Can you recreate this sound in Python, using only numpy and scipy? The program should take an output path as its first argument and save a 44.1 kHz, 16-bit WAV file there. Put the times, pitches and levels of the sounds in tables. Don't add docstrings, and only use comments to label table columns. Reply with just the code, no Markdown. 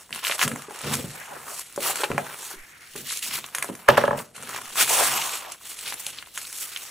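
import sys
import numpy as np
from scipy import signal
from scipy.fft import rfft, irfft
from scipy.io import wavfile
from scipy.ndimage import uniform_filter1d, map_coordinates

SR = 44100
rng = np.random.default_rng(int(sys.argv[2]) if len(sys.argv) > 2 else 0)


def invert_db(x):
    u = np.asarray(x, float) / 20
    return 10 ** u


def to_wav(s):
    ch = np.atleast_2d(s).T
    pcm = np.round(np.clip(ch, -1, 1) * 32767)
    wavfile.write(sys.argv[1], SR, pcm.astype(np.int16))


N = 304290

# f/Hz, density/dB
HISS = [(2650, -46), (4500, -5), (7960, 1.5), (10600, -1), (13400, -5.5), (15200, -0.5), (16200, -24.5),
        (16500, -88)]
RUSTLE = [(650, -101), (1100, -15), (1440, -12.5), (1730, -11), (1910, -7.5), (2750, -3.5), (4870, -8),
          (5500, -7.5), (7150, -27), (12100, -120)]
COVER = [(200, -40), (300, -9), (400, -1.5), (600, -1.5), (900, 1.5), (1300, 3.5), (1900, -2), (3000, -9.5),
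         (6000, -41.5)]
DESK = [(20, -33.5), (55, -31), (95, -6), (115, -7), (145, 5), (180, -8), (232, 2), (270, -4.5),
        (340, -12.5), (450, -5.5), (800, -19), (2000, -58)]
# f/Hz, density/dB
FLOOR = [(20, -24), (45, -1.5), (140, -1.5), (300, -3.5), (900, -9.5), (2700, -35), (8000, -46.5),
         (16000, -40)]
FLOOR_DB = -64
# f/Hz, left-right likeness/1
LIKENESS = [(60, .96), (170, .993), (550, .78), (4200, .88), (5050, .6), (5900, .89), (11500, .82),
            (13000, .55)]
# f/Hz, lead of the left/rad
PORT_LEAD = [(20, 0), (4220, -.15), (4740, -1.2), (5430, -5.8), (5800, -6.28), (16000, -6.28)]

# t/s, hiss level/dB, weight/dB
CREEP = [(0, -50, -38.5), (.09, -58.5, -52), (.68, -52, -33), (1.05, -45.5, -43), (1.5, -50, -36),
         (1.64, -50.5, -48.5), (2.1, -47, -32), (2.5, -44.5, -39.5), (2.62, -59.5, -39.5), (2.93, -50, -67),
         (3.501, -51, -40), (4.2, -56.5, -28), (4.33, -65, -42), (4.42, -49, -36.5), (4.75, -42.5, -44),
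         (5.6, -57.5, -45.5), (6.3, -55, -52.5), (6.9, -42.5, -46)]
# t/s, length/s, hiss level/dB, crumpling/dB
SHOVES = [(0.131, 0.082, -41.5, -1), (0.253, 0.1, -29.5, -4), (0.231, 0.019, -50, 11),
          (2.962, 0.053, -39.5, -2), (3.075, 0.035, -41, -1), (3.154, 0.034, -39, -2),
          (3.228, 0.059, -30.5, -6.5), (4.353, 0.035, -45.5, -5), (3.551, 0.14, -44.5, 0.5),
          (4.178, 0.041, -42, -11), (4.879, 0.0091, -29.5, -10), (4.895, 0.087, -20, -7),
          (4.981, 0.41, -22, -3.5), (5.4, 0.15, -49, 5.5), (5.767, 0.051, -40.5, -5),
          (5.999, 0.0071, -33.5, -22), (6.058, 0.053, -39, -2.5), (6.132, 0.078, -50.5, 6),
          (6.414, 0.19, -39, -7), (6.613, 0.39, -40, -5)]
# t/s, length/s, final hiss level/dB, crumpling/dB
PULLS = [
    (0.743, 0.2, -35.5, -1),
    (1.427, 0.19, -35, -7),
    (2.25, 0.278, -40, -5.5),
    (4.445, 0.13, -41.5, 1),
]
# t/s, length/s, top hiss level/dB, crumpling/dB
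SWEEPS = [(0.392, 0.058, -22, -4), (0.93, 0.016, -21.5, -6), (1.806, 0.12, -24, -6.5),
          (1.94, 0.11, -31, -4.5), (3.057, 0.10, -30.5, -4), (3.289, 0.1, -29, -3.5),
          (4.773, 0.064, -16.5, -5.5), (5.616, 0.14, -38, -7), (5.806, 0.13, -35, -2),
          (5.937, 0.12, -47, 2.5), (6.346, 0.058, -34.5, -4.5), (6.526, 0.13, -35.5, -11.5)]
# t/s, length/s, hiss level/dB, crumpling/dB
SCUFFS = [
    (3.884, 0.018, -46.5, 18),
    (3.976, 0.005, -34.5, 4),
]
# t/s, length/s, rumble level/dB
PRESSES = [(0.113, 0.042, -45.5), (0.448, 0.087, -28.5), (0.851, 0.15, -27), (1.043, 0.024, -42),
           (1.31, 0.22, -51.5), (1.764, .3, -49.5), (2.108, 0.07, -29), (2.957, 0.09, -43),
           (3.258, 0.19, -49), (3.588, 0.1, -48.5), (3.916, 0.27, -30), (4.378, 0.43, -46.5),
           (4.816, 0.12, -43), (5.01, 0.21, -43.5), (5.86, 0.1, -55.5), (6.065, 0.14, -56.5)]
STEP = 32
ATTACK_DB_PER_S, STOP_DB_PER_S, SAG_DB_PER_S = 1093.5, 750, 35.5
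SETTLE_DB, SETTLE_DB_PER_S = -9, 105.5
PULL_GAIN_DB, SCUFF_ATTACK_DB_PER_S = 13, 4000
SWEEP_SWELL_DB, SWEEP_TOP_SHARE, SWEEP_FADE_DB = 10, 0.65, 6
DESK_STOP_DB_PER_S, DESK_SAG_DB_PER_S = 222, 22.5
CREEP_CRUMPLE_DB, DESK_IDLE_DB = -3.5, -68
COVER_FOLLOWS, DESK_FOLLOWS = 1, 0.67
EVEN_S = 0.031
PATCH_DB, PATCH_S, PATCH_OCTAVES = 2, .06, 0.2873

# t/s, peak level/dB, fold resonance f/Hz
BUCKLES = [(.0927, -38, 1090), (.1075, -32, 1080), (.1275, -15, 3450), (.2493, -11, 3040),
           (.2686, -9.5, 2640), (.2805, -18, 3100), (.2967, -13, 2850), (.3129, -8, 3450),
           (.322, -11, 2360), (.3935, -11.5, 1980), (.4145, -3, 2210), (.4352, -16, 1940),
           (.5138, -28, 1120), (.9384, -26, 2000), (2.0345, -10.5, 810), (2.116, -14, 1490),
           (3.3107, -19.5, 2390), (3.442, -20.5, 2190), (3.5274, -38, 1570), (4.2145, -77, 1360),
           (4.3797, -28.5, 1720), (5.1519, -24, 1210), (5.9242, -19, 2220), (6.1573, -49, 3700),
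           (6.186, -20, 4300), (6.2255, -23, 2670), (6.2607, -33, 3140), (6.2718, -35.5, 1240),
           (6.451, -26.5, 4560), (6.762, -16, 3740), (.178, -29, 1510), (.19, -23, 2500),
           (.2111, -44, 1470), (.297, -21, 1560), (.4275, -2.5, 2130), (2.1797, -6.5, 1420),
           (3.487, -31, 1720), (3.8457, -37, 2200), (4.4111, -48, 1710), (5.4482, -27, 1100),
           (5.546, -37, 1120), (5.6114, -39.5, 1495), (6.285, -38, 2500), (6.416, -30.5, 2380),
           (4.8775, -17.5, 1880), (5.226, -31, 2000), (3.968, -37, 1400), (3.9715, -10, 1520),
           (1.9832, -34, 2990), (2.0355, -12, 2700), (2.040, -12.5, 3020), (.937, -19, 2900),
           (.942, -21, 1700), (3.879, -35, 900), (.418, -20, 1700), (5.217, -31, 2800), (4.587, -23, 1400),
           (.5165, -16.5, 2220)]
# t/s, peak level/dB, fold resonance f/Hz
SNAPS = [(.1471, -24, 2600), (.1594, -21.5, 1620), (.2402, -20.5, 1530), (.448, -32, 3500),
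         (.4777, -12.5, 1910), (.5592, -21.5, 1230), (1.5, -30, 1770), (2.9553, -36, 2500),
         (3.5838, -15.5, 1920), (3.6248, -12.5, 2370), (3.6436, -19, 940), (3.7518, -27.5, 2180),
         (4.1886, -25.5, 2730), (4.351, -41, 1290), (4.364, -30.5, 3400), (4.5612, -21.5, 1580),
         (4.6162, -26.5, 1440), (4.6557, -28, 2470), (4.7565, -20, 1640), (4.8949, -33, 970),
         (5.7897, -23, 4560), (5.877, -21, 3970), (6.0654, -14.5, 3730), (6.3756, -16.5, 2200),
         (6.6254, -33, 2840), (6.7725, -21.5, 2970), (.708, -30, 1230), (5.943, -32, 2500),
         (3.5484, -12, 2180), (1.9567, -18, 2650), (5.9977, -34, 1200), (.2305, -29, 1900),
         (.3805, -25, 2230), (3.1084, -22.5, 2410), (3.2261, -42, 2960), (3.3393, -34, 1630),
         (2.9602, -27, 2530), (1.7323, -39, 2160), (1.8051, -26, 3020), (1.8245, -24, 2640),
         (4.4315, -28, 2550), (4.7029, -33, 1000), (4.7753, -23, 2450), (5.2751, -38, 2960),
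         (6.0555, -38, 2800), (.6206, -25.5, 2330), (.7588, -29, 1550), (.8436, -24, 1380),
         (5.905, -27, 3000)]
# t/s, peak level/dB, fold resonance f/Hz
TICKS = [(.7889, -30.5, 2870), (.815, -28, 2800), (.953, -20, 3000), (.9964, -37, 1090),
         (1.5927, -26.5, 1510), (1.725, -37, 3060), (1.7608, -30.5, 2000), (1.9578, -23.5, 1390),
         (3.172, -23, 4470), (3.462, -34, 3000), (3.497, -53, 3060), (3.5515, -23.5, 1580),
         (3.664, -46, 2800), (3.7394, -42, 2263), (6.146, -47, 2520), (6.272, -45, 2500),
         (3.1912, -28, 3510), (4.425, -32.5, 1420), (4.4913, -32, 1150), (4.8949, -23, 2000),
         (5.5194, -29, 2730), (5.999, -37, 2740), (6.0665, -29, 4200), (6.003, -42, 2700),
         (5.94, -28.5, 2500), (6.084, -39, 3030), (6.5271, -27.5, 2980), (1.2, -35, 3300),
         (.8475, -46, 2500), (5.153, -29, 2000), (.106, -38.5, 2500)]
# f/Hz, level/dB, t60/s
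FILM_RINGS = [(7310, 11, 0.00077), (9900, 15, 0.00083)]
BUCKLE_BRIGHT_DB, SNAP_BRIGHT_DB, TICK_BRIGHT_DB = -18, -2.5, 6
BUCKLE_FLUTTER_S, SNAP_FLUTTER_S, TICK_FLUTTER_S = .0011, .002, .0015
FLUTTER_SHARE, BRIGHT_LAG_S = .33, .001
ECHO_S, ECHO_SHARE = .0029, .4
CRACKLE_PER_S, CRACKLE_CYCLES, CRACKLE_DB = 800, 16, -8

# t/s, level/dB, resonance f/Hz
RUBS = [
    [(1.08, -94, 1765), (1.15, -41, 2000), (1.23, -35, 1900), (1.30, -36, 1450), (1.36, -38, 1474),
     (1.5, -53, 1700), (1.62, -55, 1530)],
    [(1.1, -55, 800), (1.15, -41, 815.6), (1.2, -44, 850), (1.26, -40, 950), (1.33, -31, 801),
     (1.37, -43, 521), (1.47, -43, 594), (1.58, -39.5, 840)],
    [(2.24, -47, 1417), (2.46, -44, 1412), (2.6, -41.5, 1954), (2.75, -39, 1840), (2.94, -51, 1885)],
    [(4.88, -34, 799), (4.91, -17.5, 803), (4.97, -20, 900), (5.01, -18.5, 699.4), (5.07, -25, 903.5),
     (5.19, -21.5, 1050), (5.22, -30, 900), (5.35, -30, 1115), (5.53, -38.5, 793)],
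    [(1.77, -43, 600), (1.82, -45, 620), (1.9, -28, 650), (1.95, -38, 600)],
    [(.29, -28, 650), (.33, -36, 680), (.39, -47, 700)],
    [(4.9, -24, 1504), (4.98, -30, 1648), (5.09, -22, 1750), (5.18, -41, 1597), (5.3, -61, 1527),
     (5.41, -37, 2020), (5.46, -58, 2010)],
]
RUB_WIDTH = .28
# t/s, peak level/dB, pitch f/Hz, t60/s
KNOCKS = [(0.297, -24.5, 650, 0.036), (0.683, -32, 441, 0.057), (1.042, -22.5, 156, 0.043),
          (1.7764, -17, 577, 0.018), (1.897, -23, 780, 0.039), (2.036, -18, 826, 0.02),
          (.708, -30, 830, .02), (2.102, -19, 510, 0.028), (2.1799, -13, 790, 0.016),
          (2.194, -28, 724, 0.02), (2.538, -37.5, 387, 0.035), (2.954, -30.5, 432, 0.049),
          (2.988, -58, 216, 0.015), (3.689, -25.5, 535, .02), (3.695, -27, 382, 0.02),
          (3.698, -22.5, 256, .035), (1.325, -37.5, 620, .03), (5.922, -28.5, 910, 0.01),
          (6.067, -35.5, 800, 0.02)]
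# t/s, peak level/dB, length/s
THUMPS = [
    (0.46, -54, .02),
    (0.99, -45, 0.0067),
    (2.12, -38, 0.013),
    (2.6, -36, 0.021),
    (2.95, -54, 0.03),
    (3.888, -39, 0.0057),
    (4.156, -48.5, 0.028),
    (4.7, -48, 0.022),
    (1.1, -51, .02),
]
# t/s, peak level/dB, contact cut f/Hz
BOUNCES = [
    (3.886, 6.5, 3300),
    (3.977, -0.5, 2760),
    (4.037, -5, 1900),
    (4.078, -6.5, 1600),
    (4.108, -9.5, 1620),
    (4.129, -14, 1490),
    (4.146, -19.5, 1290),
    (4.164, -30, 1100),
    (4.18, -24, 1000),
]
# f/Hz, level/dB, t60/s, left-right/dB
PART = [(137, -19, .2, -8), (225, -9.5, 0.044, -4.5), (446, -6, 0.031, 2.5), (597, 10, 0.02, -5),
        (638, 2, 0.016, 15), (846, -3.5, 0.04, 12.5), (1037, 4, 0.014, 12), (1178, 0, 0.033, -10),
        (1320, -0.5, 0.039, -3.5), (1650, 4.5, 0.022, -8), (2240, -4, 0.014, 1.5), (3660, -22, .08, -5.5),
        (2720, -13, .012, 0), (606, -32.5, 1.0, 4)]
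# f/Hz, t60/s
ROOM_T60 = [(100, 0.37), (1000, 0.15), (4000, 0.06), (16000, 0.3)]
LOW_CUT_HZ = 102

NOTCH_HZ, NOTCH_WIDTH_HZ, NOTCH_DEPTH = 5000, 900, .2
# f/Hz, chance/1
DROPOUTS = [(12200, 0), (12600, .45), (12900, .1), (13200, .45), (13600, .06), (14900, .06), (15300, .4),
            (15700, .1)]
# t/s, length/s
TOP_LOST = [
    (.29, .08),
    (.665, .035),
    (1.11, .04),
    (1.62, .08),
    (3.08, .05),
    (4.31, .09),
    (5.77, .03),
    (5.905, .02),
    (6.255, .02),
    (4.27, .03),
]
# f/Hz, chance/1
SIDE_DROPOUTS = [(1500, 0), (1900, .3), (3900, .25), (4200, 0), (5600, 0), (6000, .85), (12000, .78),
                 (14500, .6)]
SIDE_SPARED = .3


def rms_one(x):
    return x / np.sqrt(np.mean(x ** 2) + 1e-20)


def at_hz(points, hz):
    points = np.array(points)
    return np.interp(np.log(hz + 1), np.log(points[:, 0]), points[:, 1])


def drift(rate):
    r = np.exp(-2 * np.pi * rate / SR)
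    return rms_one(signal.lfilter([1], [1, -2 * r, r * r], rng.standard_normal(N + SR))[SR:])


def ring(x, hz, t60):
    r, w = invert_db(-60 / (max(t60, .001) * SR)), 2 * np.pi * hz / SR
    return signal.lfilter([0, np.sin(w)], [1, -2 * r * np.cos(w), r * r], x + 1e-18)


def coloured(mid, side, spectrum):
    hz = np.arange(N // 2 + 1) * SR / N
    alike = np.clip(at_hz(LIKENESS, hz), 0, 1)
    both = np.sqrt(1 + alike) * rfft(mid) + np.sqrt(1 - alike) * rfft(side) * [[1], [-1]]
    turn = np.exp(.5j * at_hz(PORT_LEAD, hz) * [[1], [-1]])
    return rms_one(irfft(both * invert_db(at_hz(spectrum, hz)) * turn, N))


def add(out, s, sound):
    i = round(s * SR)
    out[..., i:i + sound.shape[-1]] += sound[..., :N - i]


def room_tone():
    return invert_db(FLOOR_DB) * coloured(*rng.standard_normal((2, N)), FLOOR)


def stroke(start, length, swell_db, top_share, fade_db, attack_db_per_s, stop_db_per_s):
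    t = np.arange(0, N, STEP) / SR - start
    after = np.maximum(t - length, 0)
    held_db = np.interp(t / length, [0, np.clip(top_share, .01, .99), 1], [-swell_db, 0, -fade_db])
    release_db = np.maximum(-stop_db_per_s * after, SETTLE_DB - SETTLE_DB_PER_S * after)
    attack_db = attack_db_per_s * np.minimum(t, 0)
    return invert_db(2 * np.maximum(attack_db + held_db + release_db, -150))


def movement():
    steps = np.arange(0, N, STEP)
    s, creep_db, weight_db = np.transpose(CREEP)
    hiss = invert_db(2 * np.interp(steps / SR, s, creep_db))
    rustle = hiss * invert_db(2 * CREEP_CRUMPLE_DB)
    # swell/dB, share of the length at the top, fade/dB, attack/(dB/s)
    sweep_shape = (SWEEP_SWELL_DB, SWEEP_TOP_SHARE, SWEEP_FADE_DB, ATTACK_DB_PER_S)
    moves = [(row, (0, 0, SAG_DB_PER_S * row[1], ATTACK_DB_PER_S)) for row in SHOVES]
    moves += [(row, (PULL_GAIN_DB, 1, 0, ATTACK_DB_PER_S)) for row in PULLS]
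    moves += [(row, (0, 0, 0, SCUFF_ATTACK_DB_PER_S)) for row in SCUFFS]
    moves += [(row, sweep_shape) for row in SWEEPS]
    for (start, length, level_db, crumple_db), shape in moves:
        power = invert_db(2 * level_db) * stroke(start, length, *shape, STOP_DB_PER_S)
        hiss = hiss + power
        rustle = rustle + invert_db(2 * crumple_db) * power
    rustle_db = 10 * np.log10(rustle)
    cover_db = np.interp(steps / SR, s, weight_db) + COVER_FOLLOWS * (rustle_db + 40)
    desk = invert_db(2 * (DESK_IDLE_DB + DESK_FOLLOWS * (cover_db + 38.5)))
    for start, length, level_db in PRESSES:
        sag_db = DESK_SAG_DB_PER_S * length
        press = stroke(start, length, 0, 0, sag_db, ATTACK_DB_PER_S, DESK_STOP_DB_PER_S)
        desk = desk + invert_db(2 * level_db) * press
    levels_db = 10 * np.log10(hiss), rustle_db, cover_db, 10 * np.log10(desk)
    return [np.interp(np.arange(N), steps, level_db) for level_db in levels_db]


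def patchy(x):
    hz, frames, z = signal.stft(x, SR, nperseg=512)
    grid = np.meshgrid(np.log2(1 + hz / 100) / PATCH_OCTAVES, frames / PATCH_S, indexing="ij")
    field = map_coordinates(rng.standard_normal((64, 400)), grid, order=1, mode="wrap")
    return signal.istft(z * invert_db(PATCH_DB * field), SR, nperseg=512)[1][:, :N]


def slide():
    levels_db = movement()
    clumps = np.clip(drift(45), -2, 1.3)
    sizes = invert_db(4.5 * np.minimum(rng.exponential(1, N), 3))
    slips = sizes * (rng.random(N) < 900 * invert_db(2.5 * clumps) / SR)
    grains = rms_one(signal.lfilter([1], [1, -.93], slips))
    sparse = np.clip(invert_db(-.3 * (levels_db[0] + 34.5)), .4, .85)
    out = 0
    grain_shares, flickers_db = (0.35, 0.29, 0.51, 0.3), (1.2, 1.7, 1.9, 0.83)
    layers = zip(levels_db, (HISS, RUSTLE, COVER, DESK), grain_shares, flickers_db)
    for level_db, spectrum, grainy, flicker_db in layers:
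        flicker = invert_db(sparse * flicker_db * (clumps + drift(45)))
        strength = (sparse * grainy * grains + 0.72) * flicker
        mid, side = strength * rng.standard_normal((2, N))
        layer = coloured(mid, side, spectrum)
        if spectrum is DESK:
            power = uniform_filter1d((layer ** 2).mean(axis=0), size=round(EVEN_S * SR))
            layer = layer / np.sqrt(1.7 + power)
        out = out + invert_db(level_db) * layer
    return patchy(out)


def crackle():
    sizes = invert_db(3.5 * np.minimum(rng.exponential(1, N), 3))
    pops = rng.choice([-1, 1], N) * sizes * (rng.random(N) < CRACKLE_PER_S / SR)
    pitches, dealt = np.geomspace(1250, 4400, 10), rng.integers(0, 10, N)
    leans_db = rng.normal(0, 1, 10)
    out = 0
    for k, (hz, lean_db) in enumerate(zip(pitches, leans_db)):
        sound = ring(pops * (dealt == k), hz, CRACKLE_CYCLES / hz) * np.sqrt(hz)
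        out = out + invert_db(lean_db * np.array([[1], [-1]])) * sound
    return invert_db(movement()[1] + CRACKLE_DB) * rms_one(out)


def snaps():
    out, t = np.zeros((2, N)), np.arange(SR // 16) / SR
    bright = signal.butter(3, [5600, 14000], "band", fs=SR, output="sos")
    click = np.exp(-t / .00025)
    click = click + ECHO_SHARE * np.roll(click, round(ECHO_S * SR))
    kinds = [(BUCKLES, BUCKLE_BRIGHT_DB, BUCKLE_FLUTTER_S),
             (SNAPS, SNAP_BRIGHT_DB, SNAP_FLUTTER_S),
             (TICKS, TICK_BRIGHT_DB, TICK_FLUTTER_S)]
    creases = [(*row, *kind) for rows, *kind in kinds for row in rows]
    noises = rng.standard_normal((len(creases), 3, len(t)))
    for (s, peak_db, hz, bright_db, flutter_s), noise in zip(creases, noises):
        flutter = FLUTTER_SHARE * np.exp(-t / flutter_s) * invert_db(5.5 * np.clip(noise[2], -2, 1.2))
        burst = 1.6 * click + (click + flutter) * (noise[0] + 0.25 * noise[1] * [[1], [-1]])
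        fold = burst + 0.91 * ring(burst, hz, 2.5 / hz)
        fold = fold - 0.28 * ring(burst, 1.746 * hz, 10.0 / hz)
        fold = fold + 0.043 * ring(burst, 0.74 * hz, 2.7 / hz)
        wide = signal.butter(2, [.62 * hz, min(2.75 * hz, 4800)], "band", fs=SR, output="sos")
        body = signal.sosfilt(wide, fold)
        modes = sum(invert_db(db - 7) * ring(burst, mode_hz, t60) for mode_hz, db, t60 in FILM_RINGS)
        crack = signal.sosfilt(bright, burst + modes)
        add(out, s, invert_db(peak_db) * body / abs(body).max())
        add(out, s + BRIGHT_LAG_S, invert_db(peak_db + 3.5 + bright_db) * crack / abs(crack).max())
    return out


def rub():
    t, out = np.arange(N) / SR, np.zeros((2, N))
    white = rng.standard_normal((2, 2, N))
    for s, level_db, hz in map(np.transpose, RUBS):
        slow = signal.sosfilt(signal.butter(2, RUB_WIDTH * hz.mean(), fs=SR, output="sos"), white)
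        phase = 2 * np.pi * np.cumsum(np.interp(t, s, hz)) / SR
        carrier = np.cos(phase + [[0], [np.pi / 2]])
        mid, side = (slow * carrier).sum(axis=1)
        fade = np.clip(np.minimum(t - s[0], s[-1] - t) / 0.024, 0, 1)
        band = rms_one(mid + 0.61 * side * [[1], [-1]])
        out += fade * invert_db(np.interp(t, s, level_db) - 11.0) * band
    out = out * invert_db(3.1 * drift(12))
    return signal.sosfilt(signal.butter(3, 330, "high", fs=SR, output="sos"), out)


def knocks():
    out, t = np.zeros(N), np.arange(SR // 5) / SR
    overtones = [(.75, 0.02), (1, 1), (1.4, 0.38), (1.9, 0.43), (2.6, 0.55), (3.6, 0.54)]
    noises = rng.standard_normal((len(KNOCKS), len(t)))
    for (s, peak_db, hz, t60), noise in zip(KNOCKS, noises):
        blow = np.exp(-((t - .001) / 0.00019) ** 2) + 0.033 * noise * np.exp(-t / 0.0045)
        sound = sum(share * ring(blow, ratio * hz, t60 / ratio) for ratio, share in overtones)
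        sound = signal.sosfilt(signal.butter(2, .5 * hz, "high", fs=SR, output="sos"), sound)
        add(out, s, invert_db(peak_db) * sound / abs(sound).max())
    return out


def thumps():
    t, out = np.arange(N) / SR, 0
    for s, db, length in THUMPS:
        x = (t - s) / length
        out = out + invert_db(db - 1.5) * x * np.exp(-x ** 2)
    return out


def spread_share(hz):
    return min(1, hz / 450) ** 2


def bounces():
    out, t = np.zeros((2, N)), np.arange(SR * 2 // 3) / SR - .012
    after = np.maximum(t, 0)
    spreads = rng.standard_normal((len(BOUNCES), len(PART)))
    noises = rng.standard_normal((len(BOUNCES), len(t)))
    for (s, peak_db, cut_hz), spread, noise in zip(BOUNCES, spreads, noises):
        scuff = .025 * np.exp(-abs(t) / 0.0027)
        rattle = noise * np.where(t < 0, scuff, 0.22 * np.exp(-after / 0.016))
        crack = noise * (t > .002) * (np.exp(-after / 0.0014) + 0.05 * np.exp(-after / 0.0065))
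        band = signal.butter(2, [900, min(6.7 * cut_hz, 16000)], "band", fs=SR, output="sos")
        crack = signal.sosfilt(band, crack)
        sound = 0
        for (hz, mode_db, t60, pan_db), chance in zip(PART, spread):
            arrival = np.exp(-((t - 2.64 / hz) * hz / 0.63) ** 2)
            contact = arrival * np.sin(2 * np.pi * hz * t) * hz / 1000
            contact_db = -10 * np.log10(1 + (hz / cut_hz) ** 6)
            lean_db = spread_share(hz) * pan_db / 2 * np.array([[1], [-1]])
            heard = invert_db(mode_db + contact_db + 0.6 * chance + lean_db)
            landed_hz = hz * (1 + 0.035 * np.sin(7 * chance))
            sound = sound + heard * ring(contact + rattle, landed_hz, t60)
        sound = sound / abs(sound).max() + 0.34 * (cut_hz / 2500) ** 2 * crack
        add(out, s - .013, invert_db(peak_db) * sound)
    return out


def room(x):
    t, tail = np.arange(SR // 2) / SR, 0
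    for low in 60 * 2. ** np.arange(8):
        centre = low * np.sqrt(2)
        band = signal.butter(2, [low, 2 * low], "band", fs=SR, output="sos")
        alike = np.clip(at_hz(LIKENESS, centre), 0, 1) ** 2
        mid, side = signal.sosfilt(band, rng.standard_normal((2, len(t))))
        both = np.sqrt(1 + alike) * mid + np.sqrt(1 - alike) * side * [[1], [-1]]
        tail = tail + both * invert_db(-60 * t / at_hz(ROOM_T60, centre))
    tail = tail * (1 - np.exp(-(t / 0.00043) ** 2))
    return signal.fftconvolve(x[None], tail / np.sqrt((tail ** 2).sum() / 2), axes=1)[:, :N]


def scene():
    film, blows, drop = snaps(), knocks(), bounces()
    wet = room(invert_db(-6.5) * film[0] + invert_db(-4.0) * blows + invert_db(-9.5) * drop[0])
    low_cut = signal.butter(2, LOW_CUT_HZ, "high", fs=SR, output="sos")
    hits = signal.sosfilt(low_cut, film + blows + drop + wet)
    return slide() + crackle() + rub() + hits + invert_db([[-1.5], [1.5]]) * thumps() + room_tone()


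def starved(x):
    hz, frames, z = signal.stft(x, SR, nperseg=512)
    band, hold = (hz // 260).astype(int), np.arange(len(frames)) // 8
    draw = rng.random((band.max() + 1, hold.max() + 1))[band][:, hold]
    keep = (draw > at_hz(DROPOUTS, hz)[:, None]) & (hz[:, None] < 15850)
    for start, length in TOP_LOST:
        keep[np.ix_(hz > 13000, (frames > start) & (frames < start + length))] = False
    band, hold = (13 * (hz / 1000) ** .3).astype(int), np.arange(len(frames)) // 11
    draw = rng.random((band.max() + 2, hold.max() + 1))
    chance = at_hz(SIDE_DROPOUTS, hz)[:, None]
    wide = (draw[band][:, hold] > chance) | (draw[-1, hold] < SIDE_SPARED)
    mid = (z[0] + z[1]) / 2
    side = (z[0] - z[1]) / 2 * wide / np.sqrt(1 - chance * (1 - SIDE_SPARED))
    z = mid + side * [[[1]], [[-1]]]
    return signal.istft(z * np.where(keep, 1, .02), SR, nperseg=512)[1][:, :N]


def low_pass(x):
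    return signal.sosfilt(signal.butter(12, 16620, fs=SR, output="sos"), x)


def record(dry):
    r, w = np.exp(-np.pi * NOTCH_WIDTH_HZ / SR), 2 * np.pi * NOTCH_HZ / SR
    poles = [1, -2 * r * np.cos(w), r * r]
    notched = signal.lfilter([(1 - r * r) / 2, 0, (r * r - 1) / 2], poles, dry)
    x = dry - NOTCH_DEPTH * notched
    x = 1.03 * np.tanh(x / .92)
    mix = starved(x)
    return low_pass(mix)


dry = scene()
out = record(dry)
to_wav(out)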